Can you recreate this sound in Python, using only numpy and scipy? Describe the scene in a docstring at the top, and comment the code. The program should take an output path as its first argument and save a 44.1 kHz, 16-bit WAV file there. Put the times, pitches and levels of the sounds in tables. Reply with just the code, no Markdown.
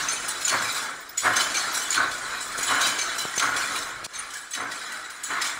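"""In a small hard-walled workshop, a wire-fed double-stroke header clatters near a hand-held phone.
Its parts clack in much the same order each turn: bursts of noise crack and ring the steel tooling.
Ram strokes shake the cast frame and its bed plate, and the gears rattle in a pattern every turn.
About four seconds in, a cut in the sound skips part of a turn; the level drops and comes part way back.
Echoes, a low rumble and faint hiss lie behind; fingers tap the phone case now and then."""
import sys
import numpy as np
from scipy import signal
from scipy.fft import rfft, irfft, next_fast_len
from scipy.io import wavfile
from scipy.ndimage import uniform_filter1d

SR = 44100
rng = np.random.default_rng(int(sys.argv[2]) if len(sys.argv) > 2 else 0)


def persist_wave(psi):
    """Save psi, clipped to +-1, as 16-bit WAV."""
    counts = np.round(np.clip(psi, -1, 1) * 32767).astype(np.int16)
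    wavfile.write(sys.argv[1], SR, np.atleast_2d(counts).T)


N = 246519  # length in samples
JUMP_S = 4.066  # when a cut in the sound skips part of a turn

# Moving parts, roughly in the order of a turn: (low, middle, high ring [Hz], their three levels [dB],
# dull crack level [dB], bright crack level [dB], t60 [s] before limits, first snap level [dB],
# bounce delay [s] before limits, bounce level [dB]); t60 is the time to fade by 60 dB
CUTTER = (2300, 6270, 8140, -5, 2, -8, -7, -16, 0.17, 7, .03, -5)
CUTTER_BACK = (4340, 6280, 9300, 9, 12, -15, 5, 0, 0.35, -2, .021, -6)
FINGER = (4000, 5750, 7830, -15, -12, -13, -8.5, 3.5, 0.3, 1, 3, 1)
LATCH = (4000, 6950, 8700, -32, -1, 5, -10, 0, 0.22, -1, 0.7, -1.5)
PUNCH_1 = (3000, 6300, 8900, -6, -3, -6, -4, -7, -0.02, 5.5, .03, -28)
FEED = (3430, 7603, 9650, -18, -13, -6, 0, -0.5, 0.7, 2, -4, -1)
PAWL = (4020, 5100, 9000, -2, -7, 15, -2, 5.5, 0.46, 7, -0.5, -4)
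CLIP = (3998, 7747, 8900, -9, 4.5, 6, -33, 2, 0.3, -5, 2, -12)
PUNCH_2 = (4050, 6950, 7850, -18, -6, -3, -5.5, 2, 0.3, -7, .03, -16)
EJECT = (4050, 6348, 8850, -14, 7, -9, -1, -0.5, 0.09, 2.5, -1.7, 0)
EJECT_BACK = (4200, 7230, 9700, -10, -4, -28, -9, -6, 0.27, 3, 0.8, 0)
# The second punch as it sounds after the cut, same columns
PUNCH_2_ASIDE = (4052, 6950, 7957, -20, 2, 6, -9, 3, 0.32, 9, .021, -18)
# Small sounds outside that order, same columns
PING = (4340, 6280, 9280, -5, 0.1, 15, -31, -14, 0.2, -6, .02, -20)
SLIDE = (3000, 4010, 4340, -9, 0, -18, -13, 4, -0.26, 3, 0.7, 0)
TICK = (4020, 5100, 14700, -10.5, -1.2, 5, -15, 4, 0.02, -8, .02, -20)
THIN_PING = (3900, 7850, 13450, -4, 0.1, 16, -3, -12, 0.02, -6, .02, -20)
# The second blow of the first punch, same columns
PUNCH_1_AGAIN = (4340, 6300, 10800, 0, -5, -5, 5.5, -1, 0.18, 5, .03, -15)
# Steel hitting steel: (time [s], level [dB], part)
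CLACKS = [(0.0847, -13, CUTTER), (0.1226, -24, PING), (0.2803, -17.5, FINGER), (0.2825, -33, PING),
          (0.412, -26, PAWL), (0.449, -13.5, LATCH), (0.4798, -8, PUNCH_1), (0.4935, -14.5, PUNCH_1_AGAIN),
          (0.6186, -30, PAWL), (0.68, -25, SLIDE), (0.7194, -35, THIN_PING), (0.7475, -16, FINGER),
          (1.004, -39, TICK), (1.091, -31.5, TICK), (1.1752, -7.5, PUNCH_2), (1.334, -20, SLIDE),
          (1.362, -12, EJECT), (1.4088, -8.5, EJECT_BACK), (1.5437, -12, CUTTER),
          (1.5677, -24, CUTTER_BACK), (1.744, -11, FINGER), (1.8177, -23, CLIP), (1.905, -15, LATCH),
          (1.926, -10.5, PUNCH_1), (1.943, -16, PUNCH_1_AGAIN), (2.111, -21, FEED), (2.4056, -20.5, CLIP),
          (2.424, -28, CLIP), (2.5181, -33, PAWL), (2.5786, -17, FINGER), (2.628, -10.5, PUNCH_2),
          (2.6865, -22, SLIDE), (2.7514, -22, SLIDE), (2.81, -12, EJECT), (2.8671, -8.5, EJECT_BACK),
          (2.9872, -9, CUTTER), (3.012, -28.5, CUTTER_BACK), (3.1825, -14, FINGER), (3.192, -23, SLIDE),
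          (3.358, -15.5, LATCH), (3.379, -11, PUNCH_1), (3.396, -14.5, PUNCH_1_AGAIN), (3.425, -26.5, PAWL),
          (3.564, -15.5, FEED), (3.758, -25, PAWL), (4.0428, -19, FEED), (4.136, -16, CUTTER_BACK),
          (4.1881, -25.5, PING), (4.304, -16.5, FINGER), (4.339, -11.5, FINGER), (4.508, -11, CLIP),
          (4.536, -7, PUNCH_1), (4.549, -13, PUNCH_1_AGAIN), (4.603, -30, PING), (4.714, -14, FEED),
          (4.92, -22, PAWL), (5.1003, -24, PAWL), (5.235, -11, PUNCH_2_ASIDE), (5.415, -5.5, EJECT),
          (5.443, -12.5, FEED), (5.4687, -6.5, EJECT_BACK)]


def read_clacks():
    """Unpack each clack, keeping its fade and its bounce delay within sensible limits."""
    clacks = []
    for s, level_db, part in CLACKS:
        *struck, dull_db, bright_db, t60, snap_db, bounce, bounce_db = part
        struck_hz, struck_db = np.reshape(struck, (2, 3))
        crack_db = level_db + np.array([dull_db, 0, bright_db, bright_db])  # one per band
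        t60, bounce = max(t60, .01), np.clip(bounce, .005, .03)
        clacks.append((s, level_db, struck_hz, struck_db, crack_db, t60, snap_db, bounce, bounce_db))
    return clacks


# Pitches at which the tooling rings: (frequency [Hz])
TOOLING_HZ = [2300, 3000, 3430, 3880, 4020, 4340, 5150, 5750, 6280, 6770, 6965, 7250, 7530, 7830, 8140,
              8800, 9280, 9600, 10200, 10800, 13450, 14720]
# Strength and fade of those rings, in the same order: (level [dB], t60 [s])
TOOLING = [(-7.5, 0.053), (-15.5, 0.072), (-4, 0.05), (-11.5, 0.1), (-11, 0.089), (-11, 0.065),
           (-2.5, 0.018), (-7.5, 0.05), (-10.5, 0.021), (-14, 0.053), (-2, 0.012), (-13, 0.078),
           (-6, 0.065), (-10, 0.091), (-11, 0.078), (-14, 0.015), (-8, 0.025), (-14, 0.034), (-18, 0.046),
           (-12.5, 0.029), (-8, 0.044), (-3, 0.057)]
RING_DB = -12.5
PAIR_SPLIT = 0.013  # each tooling mode has a twin this share higher


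def tooling_rings(rattle):
    """A blow and a burst of contacts ring each steel mode, most strongest near the struck part's pitches."""
    hz, (db, t60) = np.array(TOOLING_HZ), np.transpose(TOOLING)
    local = hz[:, None] < 10000  # higher modes ring only when struck close by
    force, blow = np.zeros((len(hz), N)), np.zeros((len(hz), N))
    luck = rng.standard_normal((len(CLACKS), len(hz)))
    for clack, chance in zip(read_clacks(), luck):
        s, level_db, struck_hz, struck_db, _, decay, _, bounce, bounce_db = clack
        distance = np.log(hz[:, None] / struck_hz) / 0.019
        near = np.exp(-distance ** 2) @ undb(struck_db)
        everywhere = undb(-20.0 + 0.7 * chance) * local[:, 0]
        share = undb(level_db + db + RING_DB) * (near + everywhere)
        add(force, s, .010, 0.73 * decay, share)
        blow[:, int(s * SR)] = share * undb(3.5)
        blow[:, int((s + bounce) * SR)] = share * undb(3.5 + bounce_db)  # the part bounces once
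    force += rattle * undb(db[:, None] - 15.5) * local
    rings = np.zeros(N)
    for f, b, h, fade in zip(force, blow, hz, t60):
        # a blow takes some milliseconds to build its ring
        drive = chatter(30, 2.8) * f + ring(b, h, .02)
        rings += ring(drive, h, fade) - undb(-9.0) * ring(drive, h * (1 + PAIR_SPLIT), fade)
    return rings


# Tone colour of cracking steel: (frequency [Hz], level [dB per Hz])
CRACK = [(1100, -26), (1700, -13.5), (2300, 3), (2680, -5), (3050, -1), (3650, -2.5), (4000, 1), (4650, -2),
         (5600, -3.5), (7090, -2), (9500, -7), (10700, -10), (11800, -20.5), (15700, -15)]
CRACK_DB = -21


def cracks(rattle):
    """Many tiny steel contacts make a broad crack; a sharp snap marks the first contact and the bounce."""
    crack, snap = np.zeros((4, N)), np.zeros((4, N))
    for s, _, _, _, crack_db, decay, snap_db, bounce, bounce_db in read_clacks():
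        colours = undb(crack_db + CRACK_DB)
        add(crack, s, .013, decay, colours)
        add(snap, s, .006, .045, colours * undb(snap_db))
        add(snap, s + bounce, .005, .045, colours * undb(snap_db + bounce_db))
    contacts = colour(chatter(120, 1.76), CRACK)
    contacts = contacts + undb(-6.5) * jingle(count=1800, low_hz=2398, high_hz=15190, t60=0.088,
                                              scatter_db=12.5, spectrum=CRACK)
    contacts = contacts + undb(-10.0) * jingle(count=600, low_hz=4960, high_hz=14750, t60=0.083,
                                               scatter_db=7.5, spectrum=CRACK)
    contacts = patchy(contacts, size=512, width_hz=260, hold_s=.025, depth_db=4.5)
    crack = crack * [flicker(24.57, depth_db) for depth_db in (0.85, 2.2, 2.1, 2.3)]
    gear_contacts = rattle * undb([[-7.0], [-7.0], [-7.0], [-10.5]])
    # equal first edges leave the second band silent
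    cracking = (crack + gear_contacts) * split(contacts, 6800, 6800, 14000)
    snaps = snap * split(colour(rng.standard_normal(N), CRACK), 7500, 7800, 13000)
    return undb(2.0) * np.sum(snaps, axis=0) + np.sum(cracking, axis=0)


# How a stroke or knock shakes the frame: (rise [s], t60 [s], bass level [dB] before STROKE_BASS_DB)
FIRST = (0.061, 0.4, -15)
SECOND = (0.055, 0.39, -15.5)
RECOIL = (0.029, 0.42, -17)
KNOCK = (0.044, 0.52, -41)
# The two strokes as they sound after the cut, same columns
FIRST_ASIDE = (0.072, 0.42, -8)
SECOND_ASIDE = (0.046, 0.48, -8.5)
# Ram strokes and their after-knocks: (time [s], level [dB], kind)
STROKES = [(0.0, -25.5, RECOIL), (0.519, -13, FIRST), (0.61, -25.5, RECOIL), (0.75, -31, KNOCK),
           (1.243, -8, SECOND), (1.359, -25, RECOIL), (1.549, -35, KNOCK), (1.973, -13.5, FIRST),
           (2.24, -32, KNOCK), (2.334, -33, KNOCK), (2.701, -11, SECOND), (2.809, -25, RECOIL),
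           (3.419, -13.5, FIRST), (3.528, -25, RECOIL), (3.759, -52, KNOCK), (4.575, -14.5, FIRST_ASIDE),
           (4.659, -33, RECOIL), (5.298, -13, SECOND_ASIDE), (5.37, -31, RECOIL), (5.449, -34, KNOCK)]
STROKE_DB, STROKE_BASS_DB = -15, 13
# Single hard knocks on the frame: (time [s], level [dB])
KNOCKS = [(0.083, -22), (0.28, -22), (0.475, -19), (0.527, -11), (0.538, -18), (0.612, -23), (0.75, -27),
          (1.247, -12), (1.384, -22), (1.407, -21), (1.469, -21), (1.578, -19), (1.946, -20.5),
          (1.979, -20), (2.336, -19), (2.502, -25), (2.667, -17), (2.713, -11), (2.737, -21), (3.34, -33),
          (3.426, -15), (3.528, -23), (3.709, -31), (3.762, -22), (4.537, -27), (4.552, -20), (4.574, -13),
          (4.602, -19), (4.624, -19), (5.305, -16), (5.356, -18), (5.383, -19)]
KNOCK_RISE_S, KNOCK_T60_S, KNOCK_RMS_DB = 0.0013, 0.05, -17
# Tone colour of the cast frame: (frequency [Hz], level [dB per Hz])
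FRAME = [(35, -27), (60, -22.5), (119, -18), (201, -14), (281, -7.5), (432, -10), (720, -8), (844, -8.5),
         (1050, -5.5), (1450, 1), (2130, -8), (2340, -11.5), (2700, -21.5), (3510, -17.5), (5940, -120)]
# Low modes of the bed plate: (frequency [Hz], level [dB], t60 [s])
BED = [(119.3, -20.5, 0.49), (274, -23, 0.12), (731, -19, 0.077), (1088, -7.5, 0.025), (1160, -22.5, 0.18),
       (1444, -16, 0.13), (1686, -13.5, 0.097)]
ASIDE_BED_DB = -10.5  # the lowest bed mode is weaker after the cut


def frame(rattle_db, bright_db):
    """The casting has too many modes to tell apart, the bed plate a few; strokes shake both."""
    shake = np.zeros((2, N))  # bass, and everything above
    for s, level_db, (rise, decay, bass_db) in STROKES:
        bands_db = np.array([bass_db + STROKE_BASS_DB, 0])
        add(shake, s, rise, decay, undb(level_db + STROKE_DB + bands_db))
    for s, level_db in KNOCKS:
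        add(shake[1], s, KNOCK_RISE_S, KNOCK_T60_S, undb(level_db + KNOCK_RMS_DB))
    shake = shake * [flicker(45, 1.8), flicker(70, 1.0)]  # each stroke lands as several uneven knocks
    knocks = chatter(180, 1.18)
    covers = jingle(count=500, low_hz=600.0, high_hz=2379, t60=0.089, scatter_db=2.5, spectrum=FRAME)
    casting = colour(knocks, FRAME) + undb(-6.5) * covers
    casting = patchy(casting, size=1024, width_hz=90, hold_s=.09, depth_db=1.27)
    bass, middle, upper = split(casting, 760, 1090)
    aside = undb(ASIDE_BED_DB * (np.arange(N) > JUMP_S * SR))
    plate = np.zeros(N)
    for hz, db, t60 in BED:
        push = knocks * shake[int(hz > 500)] * (aside if hz < 200 else 1)
        plate += undb(db) * ring(push, hz, t60)
    bands = [bass, middle + undb(bright_db) * upper]
    gear_shake = undb(rattle_db + np.array([[-3.0], [-1.5]]))
    return plate + np.sum((shake + gear_shake) * bands, axis=0)


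# Hard first contacts that sing short and high: (time [s], level [dB], ring [Hz])
PINGS = [(0.0857, -12.5, 6290), (0.1052, -13.5, 6290), (0.282, -21, 9320), (0.4499, -12, 6950),
         (0.4798, -15, 6300), (0.493, -15, 6300), (0.494, -19, 10700), (4.549, -21, 10700),
         (4.517, -25, 7900), (1.178, -8.5, 6940), (1.3663, -17, 6350), (1.5693, -17, 6230),
         (1.906, -13, 6930), (1.9184, -17, 6900), (2.6314, -17, 6830), (2.814, -18, 6620),
         (2.9896, -25, 6180), (3.0134, -17, 6210), (3.379, -9, 6250), (3.3974, -20, 6300),
         (4.1554, -21, 6340), (4.5356, -10.5, 6290), (5.237, -9, 7960)]
PING_RISE_S, PING_T60_S, PING_RMS_DB = 0.0035, 0.039, -10.5


def pings():
    """Hard steel contacts ring as very short pairs of close tones."""
    events = [(s + PING_RISE_S / 2, hz, db + PING_RMS_DB) for s, db, hz in PINGS]
    return beating_tones(events, PING_RISE_S, PING_T60_S)


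# Single parts that ring out clearly: (time [s], ring [Hz], level [dB])
CLINKS = [(.120, 4310, -33.5), (.254, 3000, -44), (.285, 14800, -42), (.362, 3910, -40), (.430, 3930, -46),
          (.635, 14800, -50), (.703, 3910, -31), (.764, 4030, -45), (.804, 3430, -41), (1.339, 2990, -40),
          (1.386, 3000, -38), (1.453, 3080, -36), (1.507, 3880, -47), (1.549, 2384, -34.5),
          (1.644, 4320, -38), (1.689, 3880, -37), (1.735, 13400, -40), (1.81, 14550, -52.5),
          (1.82, 2990, -38), (1.861, 2980, -38), (1.957, 4300, -36), (1.96, 3480, -34), (1.98, 2350, -39),
          (2.406, 3980, -40), (2.522, 4330, -43), (3.001, 3870, -36), (3.052, 2950, -47),
          (3.101, 3420, -39), (3.154, 5100, -42), (3.195, 2980, -36), (3.207, 4000, -28),
          (3.245, 3010, -40.5), (3.341, 1920, -36.5), (3.567, 3400, -37), (3.683, 1927, -35),
          (3.759, 2390, -35), (4.155, 3850, -32), (4.36, 7750, -38), (4.538, 1940, -32.5),
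          (4.555, 1920, -31), (4.552, 3900, -28), (4.719, 1930, -29), (4.733, 3910, -34),
          (4.927, 1940, -28), (5.04, 1930, -30.5), (5.319, 3030, -32), (5.411, 1930, -24),
          (5.42, 5160, -26), (5.422, 4320, -37), (5.493, 3020, -40)]


def clinks():
    """Single steel parts ring as pairs of close tones that fade a little more slowly than the pings."""
    return beating_tones(CLINKS, rise=0.0082, t60=0.09)


# Parts that keep ringing roughly while shaken: (time [s], ring [Hz], level [dB], shaking t60 [s])
SINGS = [(.09, 8200, -41, 0.26), (.125, 6250, -36, 0.36), (.3, 4000, -42.5, .6), (.62, 7600, -36, .2),
         (.52, 4340, -34, .3), (.62, 3900, -42, 0.62), (1.33, 3000, -38, 0.53), (1.55, 4320, -33, .4),
         (1.56, 3930, -39, 0.46), (2.675, 3020, -32, 0.3), (2.681, 3910, -35, 0.24),
         (2.755, 3030, -35, 0.41), (2.819, 3960, -38, 0.31), (2.84, 3070, -35, 0.65),
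         (2.925, 3000, -39, 0.26), (3.02, 6280, -36, 0.35), (3.02, 4350, -39, .4), (3.2, 3030, -39, .5),
         (3.41, 6340, -39, 0.34), (4.15, 4340, -42, .3), (4.355, 7850, -38, .5), (4.55, 3930, -40, .5),
         (4.56, 6260, -39, .4), (5.25, 3950, -36, .3), (5.26, 7040, -38, .4), (4.2, 2230, -39, .4),
         (4.3, 3070, -43, 0.7), (4.35, 1667, -28.5, .4), (4.37, 3900, -43, .5), (4.7, 3950, -42, .6),
         (4.92, 3920, -41, 0.98), (4.92, 1500, -32, .6), (5.04, 3900, -39, .5)]
SING_RISE_S, SING_RING_S = 0.0096, 0.046


def sings():
    """Bursts of rattle, made of noise, drive one narrow mode each."""
    out = np.zeros(N)
    for s, hz, db, t60 in SINGS:
        push = np.zeros(N)
        add(push, s, SING_RISE_S, t60, undb(db))
        end = min(int((s + t60 + SING_RING_S) * SR), N)
        span = slice(int((s - SING_RISE_S) * SR), end)
        noise = rng.standard_normal(2 * SR)[:span.stop - span.start]
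        out[span] += ring(push[span] * noise, hz, SING_RING_S)
    return out


# Ringing of a guard plate: (frequency [Hz], level [dB], t60 [s])
GUARD = [(3900, -15, 0.02), (4054, -18.5, 0.022), (3005, -25, .07)]


def guard_plate(rattle):
    """The gear rattle keeps a guard plate ringing in a few modes."""
    return rattle * sum(undb(db) * ring(chatter(15, 6.9), hz, t60) for hz, db, t60 in GUARD)


# Gear rattle through one turn: (time into the turn [s], frame level [dB], tooling level [dB])
RATTLE = [(0.0, -31.5, -30), (0.3, -33.5, -31.5), (0.47, -35, -33), (0.68, -34.5, -33),
          (0.85, -31.5, -32.5), (1.05, -38, -40), (1.19, -39, -41), (1.26, -37.5, -28.5), (1.34, -34, -31),
          (1.41, -29.5, -21)]
TURN_S, SKIP_S = 1.453, .303


def gear_rattle(t):
    """The gears rattle by the same pattern every turn; a cut skips part of one."""
    turn = (t + SKIP_S * (t > JUMP_S)) % TURN_S
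    return curves(RATTLE + [(TURN_S, *RATTLE[0][1:])], turn)  # the end joins the start


# Finger taps on the phone: (time [s], level [dB] before TAP_DB)
TAPS = [(1.821, -41), (2.589, -25), (3.253, -19), (3.378, -20.5), (3.809, -39), (4.03, -32), (4.065, -30)]
TAP_DB = 28


def taps():
    """Short pushes on the phone case, heard as dull ticks."""
    push = np.zeros(N)
    for s, level_db in TAPS:
        push[int(s * SR)] = undb(level_db + TAP_DB)
    return signal.sosfilt(signal.butter(2, (120, 1100), "band", fs=SR, output="sos"), push)


ROOM_T60_S, ROOM_DB = 0.71, -10.5


def room(x):
    """Dense echoes from the bare walls, duller as they die."""
    t = np.arange(int(ROOM_T60_S * SR)) / SR
    noise = rng.standard_normal(len(t))
    dull = signal.sosfilt(signal.butter(1, 3000, fs=SR, output="sos"), noise)
    bright = (noise - dull) * undb(-40 * t / ROOM_T60_S)  # the treble dies sooner
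    tail = (dull + bright) * undb(-60 * t / ROOM_T60_S) * (t > .004)
    return signal.fftconvolve(x, tail / np.sqrt(np.sum(tail ** 2)))[:N]


# Tone colour of the floor rumble: (frequency [Hz], level [dB per Hz])
RUMBLE = [(15, -5), (28, -2), (40, 1), (70, -7), (120, -1), (170, -6)]


def floor_rumble(level_db):
    """Low noise from the floor, with a slowly changing level."""
    return undb(level_db) * colour(rng.standard_normal(N), RUMBLE)


def undb(db):
    """dB to gain."""
    return 10 ** (np.asarray(db) / 20)


def unit(x):
    """Scale to rms 1."""
    return x / np.sqrt(np.mean(x ** 2))


def colour(x, spectrum):
    """Filter with unit noise gain by (Hz, dB) points."""
    size = next_fast_len(N)
    hz, db = np.transpose(spectrum)
    bins_hz = np.arange(size // 2 + 1) * SR / size
    gain = undb(np.interp(np.log(bins_hz + 1), np.log(hz), db, left=-80, right=-80))
    return irfft(rfft(x, size) * unit(gain), size)[:N]


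def chatter(rate, scatter_db):
    """Noise whose level jumps about rate times a second: loose parts knocking."""
    hold = int(SR / rate)
    jumps = np.minimum(rng.exponential(size=N // hold + 1), 3)
    level = uniform_filter1d(np.repeat(undb(scatter_db * jumps), hold), hold)[:N]
    return unit(rng.standard_normal(N) * level)


def flicker(rate, depth_db):
    """A gain that wanders about rate times a second."""
    hold = int(SR / rate)
    steps = np.repeat(rng.standard_normal(N // hold + 1), hold)
    return unit(undb(depth_db * uniform_filter1d(steps, hold)[:N]))


def ring(x, hz, t60):
    """One mode, unit noise gain."""
    r = np.exp(-np.log(1000) / (t60 * SR))
    poles = [1, -2 * r * np.cos(2 * np.pi * hz / SR), r * r]
    return signal.lfilter([1, 0, -1], poles, x) * np.sqrt((1 - r * r) / 2)


def add(track, s, rise, t60, gain):
    """Add a swell that builds up around s and dies away; gain may be one value a row."""
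    t = np.arange(int(SR * (rise + t60))) / SR
    swell = np.sin(np.pi / 2 * np.minimum(t / rise, 1)) ** 2
    shape = swell * undb(-60 * np.maximum(t - rise, 0) / t60)
    start = int((s - rise / 2) * SR)
    a, b = max(start, 0), min(start + len(t), N)
    track[..., a:b] += np.multiply.outer(gain, shape[a - start:b - start])


def beating_tones(events, rise, t60):
    """A quick swell and ring of two close tones that beat, for each (s, Hz, dB) event."""
    out, t = np.zeros(N), np.arange(N) / SR
    for (s, hz, db), (phase, twin_phase, split_by) in zip(events, rng.random((len(events), 3))):
        span = slice(max(int((s - rise) * SR), 0), int((s + rise + t60) * SR))
        shape = np.zeros(N)
        add(shape, s - rise / 2, rise, t60, undb(db) * np.sqrt(2))
        twin_hz = hz + 68 * (2 * split_by - 1)  # up to 68 Hz away
        tone = np.sin(2 * np.pi * (hz * t[span] + phase))
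        twin = undb(-8) * np.sin(2 * np.pi * (twin_hz * t[span] + twin_phase))
        out[span] += shape[span] * (tone + twin)
    return out


def jingle(count, low_hz, high_hz, t60, scatter_db, spectrum):
    """Loose parts touch at random: short rings of any pitch in a range."""
    out, t = np.zeros(N), np.arange(int(.07 * SR)) / SR
    swell = (1 - np.exp(-t / .002)) * np.cos(np.pi / 2 * t / t[-1])
    for at, pitch, size, length in rng.random((count, 4)):
        hz = low_hz * (high_hz / low_hz) ** pitch
        fade = np.log(1000) / (t60 * (.5 + length))
        tone = np.exp((2j * np.pi * hz - fade) * t).imag
        start = int(at * (N - len(t)))
        out[start:start + len(t)] += undb(scatter_db * size) * np.sqrt(hz) * swell * tone
    return unit(colour(out, spectrum))


def patchy(x, size, width_hz, hold_s, depth_db):
    """Narrow bands swell and sink at random, each on its own."""
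    cells = signal.stft(x, nperseg=size)[2]
    bins, frames = max(int(width_hz * size / SR), 1), max(int(hold_s * SR * 2 / size), 1)
    luck = uniform_filter1d(rng.standard_normal(cells.shape), bins, axis=0)
    luck = uniform_filter1d(luck, frames, axis=1)
    return unit(signal.istft(cells * undb(depth_db * unit(luck)), nperseg=size)[1][:N])


def split(x, *edges_hz):
    """Bands that add up to x again."""
    lows = [signal.sosfiltfilt(signal.butter(2, hz, fs=SR, output="sos"), x) for hz in edges_hz]
    return np.diff([0 * x, *lows, x], axis=0)


def curves(table, t):
    """Columns of a table joined by straight lines, read at the times t."""
    s, *columns = np.transpose(table)
    return [np.interp(t, s, c) for c in columns]


# Slow changes in level and brightness: (time [s], frame rattle level [dB], tooling rattle level [dB],
# floor rumble level [dB], level of the frame above about 1.1 kHz [dB])
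SLOW_CHANGES = [(0.0, -3, 2, -56, 0.5), (0.3, -1.5, -2.1, -64, 0), (0.7, -2, 4, -63, -0.5),
                (0.9, -3, -2.5, -68, 0.5), (1.15, -5, -4.5, -67, -2), (1.6, 0, 2, -62, 1.5),
                (1.9, -0.5, 0.2, -61, 3), (2.2, -2.5, -5, -59, -1.5), (2.45, -1.5, 2.5, -60, -1.5),
                (2.62, 6, 6.5, -58, 2), (2.8, 0.5, 1, -62, -1), (3.25, -2, -3, -62, 1.5),
                (3.7, -1, 0.5, -58, 1), (4.05, 0, -2.5, -57, 0.5), (4.2, 0, -3.5, -56, 4.5),
                (4.5, -4.5, -5.5, -65, 3), (4.95, 1.5, 3, -62, 4.5), (5.25, 1, 3.5, -63, 7.5),
                (5.59, -2, -3.5, -55, 8)]


def scene():
    """Machine, walls, floor rumble and taps."""
    t = np.arange(N) / SR
    frame_db, tooling_db = gear_rattle(t)
    slow_frame_db, slow_tooling_db, rumble_db, bright_db = curves(SLOW_CHANGES, t)
    rattle = undb(tooling_db + slow_tooling_db)
    machine = tooling_rings(rattle) + cracks(rattle) + frame(frame_db + slow_frame_db, bright_db)
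    machine = machine + pings() + clinks() + sings() + guard_plate(rattle)
    heard = machine + undb(ROOM_DB) * room(machine) + floor_rumble(rumble_db)
    # the level falls away at the cut and comes part way back: (time [s], level [dB])
    dip_db, = curves([(4.064, 1.5), (4.069, -22), (4.11, -14), (4.17, -7)], t)
    return (heard * undb(dip_db) + taps())[None]


def record(dry):
    """The phone cuts the top steeply, above a trace of converter hiss."""
    top_cut = signal.ellip(12, .2, 80, 15790, fs=SR, output="sos")  # passes up to 15790 Hz
    return signal.sosfilt(top_cut, dry) + undb(-88) * rng.standard_normal(dry.shape)


dry = scene()
out = record(dry)
persist_wave(out)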